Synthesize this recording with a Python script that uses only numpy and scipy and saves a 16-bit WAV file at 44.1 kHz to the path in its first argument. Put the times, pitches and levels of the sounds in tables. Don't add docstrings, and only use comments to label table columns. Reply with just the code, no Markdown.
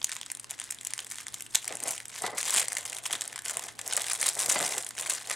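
import sys
import numpy as np
from scipy import signal
from scipy.fft import rfft, irfft, next_fast_len
from scipy.io import wavfile
from scipy.ndimage import uniform_filter1d, map_coordinates

SR = 44100
rng = np.random.default_rng(int(sys.argv[2]) if len(sys.argv) > 2 else 0)


def dump_mix(stems):
    frames = np.atleast_2d(stems).T
    limited = np.clip(frames, -1, 1)
    pcm = np.round(limited * 32767).astype(np.int16)
    wavfile.write(sys.argv[1], SR, pcm)


N = 236287

FAVOUR_DB = 7


def amp(db):
    return 10 ** (np.asarray(db) / 20)


def unit(x):
    return x / np.sqrt(np.mean(x ** 2) + 1e-20)


def along(points, hz):
    point_hz, value = np.transpose(points)
    return np.interp(np.log(hz + 1), np.log(point_hz + 1), value)


def wobble(rate):
    knots = rng.standard_normal(int(N * rate / SR) + 4)
    return map_coordinates(knots, [np.arange(N) * rate / SR])


def filtered(x, response):
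    size = next_fast_len(N + SR // 2)
    hz = np.fft.rfftfreq(size, 1 / SR)
    return irfft(rfft(x, size) * response(hz), size)[..., :N]


def ringing(x, modes):
    def response(hz):
        total = 0
        for k, (centre, width, db) in enumerate(modes):
            damping = 1j * hz * width
            total = total + (-1) ** k * amp(db) * damping / (centre ** 2 - hz ** 2 + damping)
        return total
    return filtered(x, response)


def placed(rows, start_s):
    first = np.round(np.asarray(start_s) * SR).astype(int)
    at = first[:, None] + np.arange(rows.shape[1])
    return np.bincount(at.clip(0).ravel(), rows.ravel(), N + SR)[:N]


def puffs(t60_s, rise_s, size, spike):
    t = (np.arange(size) - size // 4) / SR
    rise = np.exp(t.clip(None, 0) / rise_s)
    fall = amp(-60 * t.clip(0) / t60_s[:, None])
    crack = spike * amp(-60 * np.abs(t) / 0.0019)
    return rng.standard_normal((len(t60_s), size)) * rise * (fall + crack)


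def buckles(crack_s, t60_s, uneven_db, size, pitch_hz):
    # [dB, relative]
    film_colour = [(290, -65), (500, -9.5), (994, -6.5), (1190, -11), (2040, -7.5), (2650, -11),
                   (3210, -8.5), (4290, -9), (6860, 6), (7710, 9), (8420, 9), (9890, 5), (14900, -17),
                   (16500, -20)]
    split_hz, favour_octaves = 4500, 0.22
    hz = np.fft.rfftfreq(size, 1 / SR)
    bumpy = uniform_filter1d(rng.standard_normal((len(crack_s), len(hz))), size // 24, 1)
    bias = unit(bumpy) * hz / (hz + 1500)
    octaves_off = np.log2((hz + 1) / pitch_hz[:, None])
    favour = FAVOUR_DB * np.exp(-(octaves_off / favour_octaves) ** 2 / 2)
    noise = rfft(puffs(t60_s, .0007, size, spike=1.1))
    crease = noise * amp(along(film_colour, hz) + uneven_db * bias + favour)
    high = 1 / (1 + (split_hz / (hz + 1)) ** 8)
    thin = 1 / (1 + (900 / (hz + 1)) ** 3)
    parts = irfft([crease * high, crease * (1 - high) * thin])
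    parts = parts / np.abs(parts).max(2, keepdims=True)
    return parts, crack_s - size // 4 / SR


def snaps():
    # [Hz, favoured pitch]
    creases = [(0.0168, -40.5, 15.5, 7.6, 3420), (0.0295, -27, -7, 7.2, 3200),
               (0.0446, -9, -11.5, 7.2, 3040), (0.07, -28, -8, 7.5, 3290.0),
               (0.0943, -25.5, 0.5, 15.0, 1570), (0.1179, -18, -7, 7.4, 3320.0),
               (0.125, -27.5, 3.5, 7.8, 1490), (0.1533, -26, -22, 11, 1980.0), (0.1662, -25, 3, 6, 1050),
               (0.214, -27, 2.5, 7.3, 3290.0), (0.2314, -36.5, 11, 6.3, 3190.0),
               (0.2627, -28, -3, 5.3, 3080.0), (0.2664, -40.5, 5.5, 9, 1400), (0.3018, -28.5, 2, 15, 2110),
               (0.3176, -15.5, -14, 9.6, 2070.0), (0.3509, -23, -10.5, 7.1, 3300),
               (0.372, -28, -9, 8.2, 4400), (0.3975, -24, -12, 17, 4140), (0.4443, -28.5, -3.5, 7.6, 990.0),
               (0.503, -29, -3, 9.7, 3150), (0.5093, -18.5, -11.5, 9, 3400), (0.516, -32.5, 2, 6.8, 700),
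               (0.591, -32, 2.5, 6, 3000), (0.5999, -18, -11.5, 2.7, 3400), (0.616, -31, 6.5, 17, 980),
               (0.6405, -24.5, -12, 8.0, 3660.0), (0.706, -22, -8.5, 9.8, 1940.0),
               (0.7096, -14.5, -25, 3.4, 2150.0), (0.7229, -25, -8, 18, 2050),
               (0.747, -29, -22, 3.0, 3510.0), (0.7873, -34.5, 1.5, 4, 3120), (0.8114, -27, -8, 14, 3250.0),
               (0.833, -30, -9, 6, 1890.0), (0.85, -18.5, -18, 11, 3270.0), (0.8711, -15.5, -15, 4.3, 3180),
               (0.9068, -24, -14, 14, 4160.0), (0.9368, -15, -5.5, 2.9, 1940),
               (0.9792, -20.5, -6.5, 8.7, 3100), (0.9914, -24, 6.5, 16, 2920),
               (1.0039, -23, -10, 7.0, 3230), (1.0471, -29, -7, 2.9, 3230.0), (1.068, -30, -5, 4.0, 1940.0),
               (1.1026, -27, -15.0, 5.0, 2560.0), (1.114, -23.5, -5.5, 7.1, 2100),
               (1.1207, -23.5, -6, 10, 2000.0), (1.1446, -30, -6, 5.5, 900.0),
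               (1.1573, -25.5, -9, 7.1, 3140.0), (1.185, -24.5, -1, 2.5, 1870.0),
               (1.2684, -22, -5, 4.7, 2180), (1.2832, -23, -4, 2.1, 3670), (1.3426, -20.5, -8.5, 13, 3700),
               (1.4076, -24.5, -7.5, 9.5, 1870.0), (1.4229, -20.5, -14, 12, 3230.0),
               (1.4648, -32, 0, 24, 2830), (1.548, -15, -4, 2.5, 3450.0), (1.5508, -7.5, -9, 6.6, 3340),
               (1.5543, -7, -13, 3.3, 3470.0), (1.556, -6.5, -4, 4, 3640), (1.6277, -34, 0, 9.1, 2050.0),
               (1.6447, -26.5, -4.5, 10.0, 1930), (1.6545, -27, -7, 9.2, 2000.0),
               (1.679, -15.5, -8.5, 15, 1960), (1.7248, -23, -4.5, 9.0, 2050.0),
               (1.7373, -33, -6, 8.6, 1030.0), (1.7544, -18.0, -39, 4.6, 1840),
               (1.7708, -23.5, -9.0, 7, 3100), (1.803, -21.5, -8.5, 11, 2180),
               (1.8292, -22.5, -7, 16, 2930.0), (1.8376, -17, -28, 9.8, 900.0),
               (1.8765, -22, -27, 2.2, 950.0), (1.882, -12, -22, 1.5, 930.0), (1.909, -16, -18, 3, 900.0),
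               (1.98, -22, -3, 2.2, 2110.0), (2.0031, -25, -1, 2.6, 4600), (2.0558, -24.5, -8, 2.8, 3060),
               (2.0831, -25, -21, 1.9, 2150.0), (2.1617, -27.5, 1.5, 2.2, 2780),
               (2.221, -18.5, -26, 17, 900.0), (2.2649, -21, 0.5, 21, 1830.0), (2.381, -23, 2, 15, 2190),
               (2.3834, -16.5, -15, 10.0, 1830.0), (2.3873, -17, -10, 3.2, 2130.0),
               (2.412, -18, -14, 17, 4070), (2.4302, -17, -4, 5, 2500), (2.455, -18, -9, 5, 2150),
               (2.5066, -13, -14, 8.7, 1960), (2.529, -23, -6, 8, 2510), (2.541, -13, -13, 14, 1900),
               (2.563, -10, -8, 11, 2230), (2.5717, -11, -7, 10, 2300), (2.578, -11, -8.5, 4.5, 3220),
               (2.5845, -18, -4, 10, 2400), (2.5975, -16, -6, 11, 2000), (2.603, -16, -12, 5.5, 2400),
               (2.617, -21, 1, 6.7, 850), (2.6238, -27, -1, 6.1, 800), (2.629, -20, -1, 5.1, 2330.0),
               (2.6836, -13.5, -9.5, 8.3, 1970), (2.721, -20, -3, 17, 1890),
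               (2.7307, -18, -13, 6.4, 2280.0), (2.7524, -21.0, -13, 4.6, 1820),
               (2.769, -20.5, 2.5, 28, 1920), (2.784, -20, -10, 9.0, 1960.0),
               (2.8094, -27, -13, 11, 2200.0), (2.8537, -21, -15, 4.3, 1810.0),
               (2.8987, -21.5, -18, 6.0, 900.0), (2.9303, -24, -3, 3, 3170.0),
               (2.949, -27, -12, 4.5, 3140.0), (2.9677, -22, -5, 5.2, 3400),
               (2.9857, -25.0, -5, 14.0, 2020.0), (3.057, -24, 4, 3.6, 3160), (3.0615, -26, 6, 8.6, 1230),
               (3.064, -19.5, -25.0, 20, 3340.0), (3.109, -25, 1, 16, 3380), (3.1289, -11, -11, 4, 3300),
               (3.1328, -23.5, 3, 18, 3500), (3.153, -25.5, 1.5, 31, 3500), (3.2104, -15, -8.5, 14, 3360),
               (3.219, -18, -3.5, 17, 905), (3.24, -25.5, -19, 8, 2000), (3.2541, -26, -9, 7.0, 3300),
               (3.2782, -18.5, -35, 7.8, 2130.0), (3.3284, -29, 0, 13, 1800), (3.3599, -22, -6, 25, 960),
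               (3.379, -29.5, 0, 4.4, 3450.0), (3.3905, -24.5, -2, 17, 1210),
               (3.421, -29.5, -6, 5.9, 970.0), (3.4536, -16, -21, 3.3, 3400.0),
               (3.46, -24.5, 1.5, 9.6, 2930), (3.497, -19, -4, 22, 1550),
               (3.571, -12.5, -14.5, 3.4, 3120.0), (3.5949, -21, -5.5, 10.0, 900.0),
               (3.685, -29, -2.5, 51, 1650), (3.7914, -24.5, -3, 26, 1800), (3.8145, -23, -7.5, 11, 1430),
               (3.878, -16.5, -23, 4.3, 2580.0), (3.9256, -19.5, -2, 26, 3050),
               (3.9354, -13, -10, 4.2, 2900), (3.9671, -10.5, -21, 18, 2330.0),
               (3.976, -16.5, -3, 15, 1810), (4.019, -18.0, -20, 12, 1870.0),
               (4.067, -21, -6, 14.0, 3660.0), (4.0996, -17, -11, 13, 1830.0),
               (4.1155, -18.5, -5, 20, 2670), (4.134, -12, -14.5, 2.4, 894),
               (4.2144, -12, -14, 9.6, 1940.0), (4.229, -19, 4.5, 5.3, 2080),
               (4.2664, -14, -18.0, 13, 3850.0), (4.289, -8.5, -10, 15, 3570),
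               (4.2987, -19, -11, 7.0, 3470.0), (4.353, -20, -12, 4.0, 1310.0),
               (4.392, -16, -13.0, 5.8, 2280.0), (4.4027, -17, -6, 7, 3270.0),
               (4.4124, -15.5, -6, 4.0, 3810.0), (4.4359, -17, -10, 6, 2190), (4.461, -15.5, -14, 11, 3730),
               (4.4998, -19, -6, 8.8, 2970), (4.514, -16, -7, 3.5, 4260.0), (4.59, -15, -17, 9.7, 3000),
               (4.6036, -17.5, -3, 4.8, 1610.0), (4.6098, -20, 1.5, 10, 900.0),
               (4.6278, -17.5, -2, 5.6, 3550.0), (4.7239, -18.5, -4, 6, 2330), (4.7378, -24, 1.5, 7, 3170),
               (4.7807, -16, -6, 28, 1130), (4.8257, -21.5, -20, 8.9, 3190.0),
               (4.847, -21, -25, 11, 4200.0), (4.8661, -22, -5.5, 26, 3320.0),
               (4.8906, -24, -38, 10.0, 2950), (4.908, -29, -0.5, 17, 1480), (4.981, -26.0, 3, 5.3, 1590),
               (5.0115, -19, -30, 4.5, 1510.0), (5.098, -15.0, -8, 40, 1140.0),
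               (5.1251, -19, -26, 5.0, 1870.0), (5.1372, -14, -30, 5, 1420.0),
               (5.2734, -27, -6, 18.0, 4160.0), (5.2993, -16, -6, 4.3, 1880),
               (5.309, -24, -2.5, 6.5, 900.0), (5.3135, -17, 0, 6.2, 2090.0)]
    crack_s, treble_db, middle_db, t60_ms, pitch_hz = np.transpose(creases)
    (treble, middle), start_s = buckles(crack_s, t60_ms / 1000, uneven_db=1.5, size=1024, pitch_hz=pitch_hz)
    both = treble + amp(middle_db)[:, None] * middle
    return placed(amp(treble_db)[:, None] * both, start_s)


def crackle(treble_gain, middle_gain, count=3500):
    when, luck, life, pitch, tilt = rng.random((count, 5)).T
    pitch_hz = 900 * 2 ** (3 * pitch)
    (treble, middle), start_s = buckles(when * N / SR, 0.005 + 0.016 * life, uneven_db=4.5, size=512,
                                        pitch_hz=pitch_hz)
    size_db = np.minimum(-5.5 * np.log(luck + 1e-9), 13)
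    tilt_db = 14 * (tilt - .5)
    clumps = amp(2.5 * wobble(60))

    def layer(part, tilt_share):
        gain = amp(size_db + tilt_share * tilt_db)[:, None]
        return unit(clumps * placed(gain * part, start_s))

    return treble_gain * layer(treble, 0.61) + middle_gain * layer(middle, -0.82)


def case(rub_gain):
    # [Hz, hardness as the top of the force]
    bumps = [(1.706, -24, 220, -11.5, 647), (1.826, -36, 60, 1, 900), (1.853, -27, 130, -8, 700),
             (1.871, -26, 140, -6, 1200), (2.22, -22, 5.9, -15, 900), (2.2389, -15.5, 79, -7, 1820),
             (2.279, -18, 48, -18, 1000), (2.329, -25, 81, -7.5, 600), (2.563, -20.5, 10, -10, 800),
             (3.0985, -26, 11, -12, 1000), (3.11, -28, 54, -1, 1500), (3.133, -27, 140, -3.5, 1500),
             (3.568, -24, 32, -7, 1200), (3.974, -16, 34, -22, 2500), (4.368, -18.5, 12, -10, 1000),
             (4.385, -27, 19, -15, 700), (4.484, -19, 10, -7, 900), (4.512, -18.5, 30, -20, 1500),
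             (4.557, -12, 95, -8.5, 3200), (4.606, -20.5, 240, -5.5, 1000), (4.772, -23, 96, -11, 1200),
             (5.307, -14, 50, -22, 2980)]
    # pitch_hz [Hz], width_hz [Hz], level_db [dB]
    case_modes = [(568, 197, -3), (766, 127, 3), (1110, 560, -4), (1594, 250, -2), (2010, 91, 5.5),
                  (4680, 380, 1)]
    # pitch_hz [Hz], width_hz [Hz], level_db [dB]
    palm_modes = [(158, 71, -4.5), (294, 140, -1)]

    lumpy = amp(2.5 * wobble(200)) * rng.standard_normal(N)
    rub = filtered(lumpy, lambda hz: 1 / (1 + 1j * hz / 900) ** 2)
    rub = unit(ringing(rub, case_modes) + amp(-12.0) * ringing(rub, palm_modes))

    touch_s, force_db, t60_ms, palm_db, top_hz = np.transpose(bumps)
    size = 8192
    hz = np.fft.rfftfreq(size, 1 / SR)
    touch = puffs(t60_ms / 1000, 0.00019, size, spike=0.79)
    touch = irfft(rfft(touch) / (1 + 1j * hz / top_hz[:, None]) ** 2)
    touch = amp(force_db)[:, None] * touch / np.abs(touch).max(axis=1, keepdims=True)
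    start_s = touch_s - size // 4 / SR
    knocks = ringing(placed(touch, start_s), case_modes)
    thuds = ringing(placed(amp(palm_db)[:, None] * touch, start_s), palm_modes)
    return rub_gain * rub + knocks + thuds


def effort():
    # [dB, rub on the case]
    moves = [(0.096, 0.056, -46.5, -47, -74), (0.203, 0.19, -74, -64, -86), (0.5, 0.047, -52, -53, -68),
             (0.61, 0.12, -50, -50, -75), (0.864, 0.061, -51.5, -50.5, -67), (0.995, 0.058, -55, -57, -64),
             (1.113, 0.13, -54, -54, -76), (1.33, 0.06, -49.5, -53.5, -65), (1.547, 0.033, -40.5, -46, -62),
             (1.68, 0.046, -52, -46, -51.5), (1.819, 0.083, -46, -46.5, -49.5),
             (1.888, 0.033, -35.5, -42, -62), (1.966, 0.041, -52, -52, -63), (2.101, 0.15, -46, -48, -64),
             (2.243, 0.026, -44.5, -43, -39), (2.295, 0.063, -58, -60, -44), (2.374, 0.053, -39, -41, -58),
             (2.465, 0.045, -32.5, -36, -50), (2.552, 0.059, -32, -35.5, -43.5),
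             (2.71, 0.26, -43.5, -45, -53), (3.045, 0.017, -41, -46.5, -55),
             (3.108, 0.039, -41, -41.5, -50), (3.205, 0.16, -57, -52, -57), (3.468, 0.2, -43, -46, -51),
             (3.795, 0.047, -62, -58, -55), (3.87, 0.13, -38, -39, -48.5), (4.014, 0.13, -38, -42, -52),
             (4.213, 0.084, -31, -36.5, -45.5), (4.375, 0.09, -34.5, -41, -44.5),
             (4.488, 0.043, -30, -35, -57), (4.55, 0.062, -37, -38.5, -37.5),
             (4.639, 0.12, -35, -41.5, -43.5), (4.81, 0.07, -50.5, -51.5, -57.5),
             (4.989, 0.14, -36, -39, -48), (5.179, 0.024, -41, -43.5, -57), (5.275, 0.051, -44.5, -44, -49)]
    # treble_db [dB, crackle], middle_db [dB, crackle], rub_db [dB]
    rest_db = (-60.5, -68.5, -111)
    attack_s, release_s = 0.0091, 0.02
    t = np.arange(N) / SR
    power = amp(rest_db)[:, None] ** 2 + 0 * t
    for start_s, length_s, *level_db in moves:
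        onset = (t - start_s) / attack_s
        ebb = (start_s + length_s - t) / release_s
        shape = np.exp(np.minimum(0, np.minimum(onset, ebb)))
        power = power + amp(level_db)[:, None] ** 2 * shape
    return np.sqrt(power)


def half_angle(likeness, hz):
    return np.arccos(np.clip(along(likeness, hz), -1, 1)) / 2


def ports(x):
    # pitch_hz [Hz], likeness [0 to 1, left against right]
    hands_alike = [(250, 0.54), (600, 0.84), (1400, 0.99), (3100, 1), (7000, 0.88), (15000, 0.75)]
    # pitch_hz [Hz], lead_rad [radians]
    left_lead = [(3000, .03), (7500, 0.037), (10900, 0.84), (13500, 0.11)]
    knots = 2 * np.pi * rng.random(24)

    def spread(hz):
        skew = np.exp(1j * np.interp(hz, np.linspace(0, SR / 2, len(knots)), knots))
        return np.tan(half_angle(hands_alike, hz)) * skew

    side = filtered(x * np.tanh(3 * wobble(38)), spread)
    side = side + filtered(x, lambda hz: 1j * np.tan(along(left_lead, hz) / 2))
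    return np.array([x + side, x - side])


def walls(x):
    # pitch_hz [Hz], t60_s [s]
    echo_decay = [(300, 0.19), (2000, 0.29), (10000, 0.078)]
    hz, t, noise = signal.stft(rng.standard_normal((2, SR // 2)), SR, nperseg=256)
    dying = noise * amp(-60 * t / along(echo_decay, hz)[:, None])
    shared, own = signal.istft(dying, SR, nperseg=256)[1]
    tail = np.array([shared + 0.31 * own, shared - 0.14 * own]) / np.linalg.norm(shared)
    late = np.pad(x, (130, 0))
    return signal.fftconvolve(late[None], tail, axes=1)[:, :N]


def room():
    # [dB, relative]
    room_colour = [(15, -40), (30, -19), (80, -3.5), (140, -8), (250, -4), (500, -9.5), (1900, -13),
                   (4000, -18.5), (8000, -67), (16000, -39)]
    # pitch_hz [Hz], likeness [0 to 1, left against right]
    air_alike = [(60, 0.09), (300, 0.0039), (8000, 0.015)]
    # [dB rms, before it wavers]
    hum_hz, hum_db = (119, -67)
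    room_db = -59

    def response(hz):
        angle = half_angle(air_alike, hz)
        return amp(along(room_colour, hz)) * [np.cos(angle), np.sin(angle)]

    mid, side = filtered(rng.standard_normal((2, N)), response)
    air = amp(room_db + 0.63 * wobble(3.7)) * unit(np.array([mid + side, mid - side]))
    port_phase = np.array([[.7], [-.7]])
    phase = 2 * np.pi * hum_hz * np.arange(N) / SR + .9 * wobble(9) + port_phase
    hum = np.sqrt(2) * amp(hum_db + 1.9 * wobble(32)) * np.sin(phase)
    return air + hum


def scene():
    treble_gain, middle_gain, rub_gain = effort()
    hands = snaps() + crackle(treble_gain, middle_gain) + case(rub_gain)
    direct = ports(hands) * amp([[.2], [-.2]])
    return direct + amp(-14.0) * walls(hands) + room()


def record(dry):
    soft = dry / (1 + np.abs(dry / .75) ** 4) ** (1 / 4)
    bent = soft + .12 * soft ** 2
    return filtered(bent, lambda hz: (hz > 15) & (hz < 16200))


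dry = scene()
out = record(dry)
dump_mix(out)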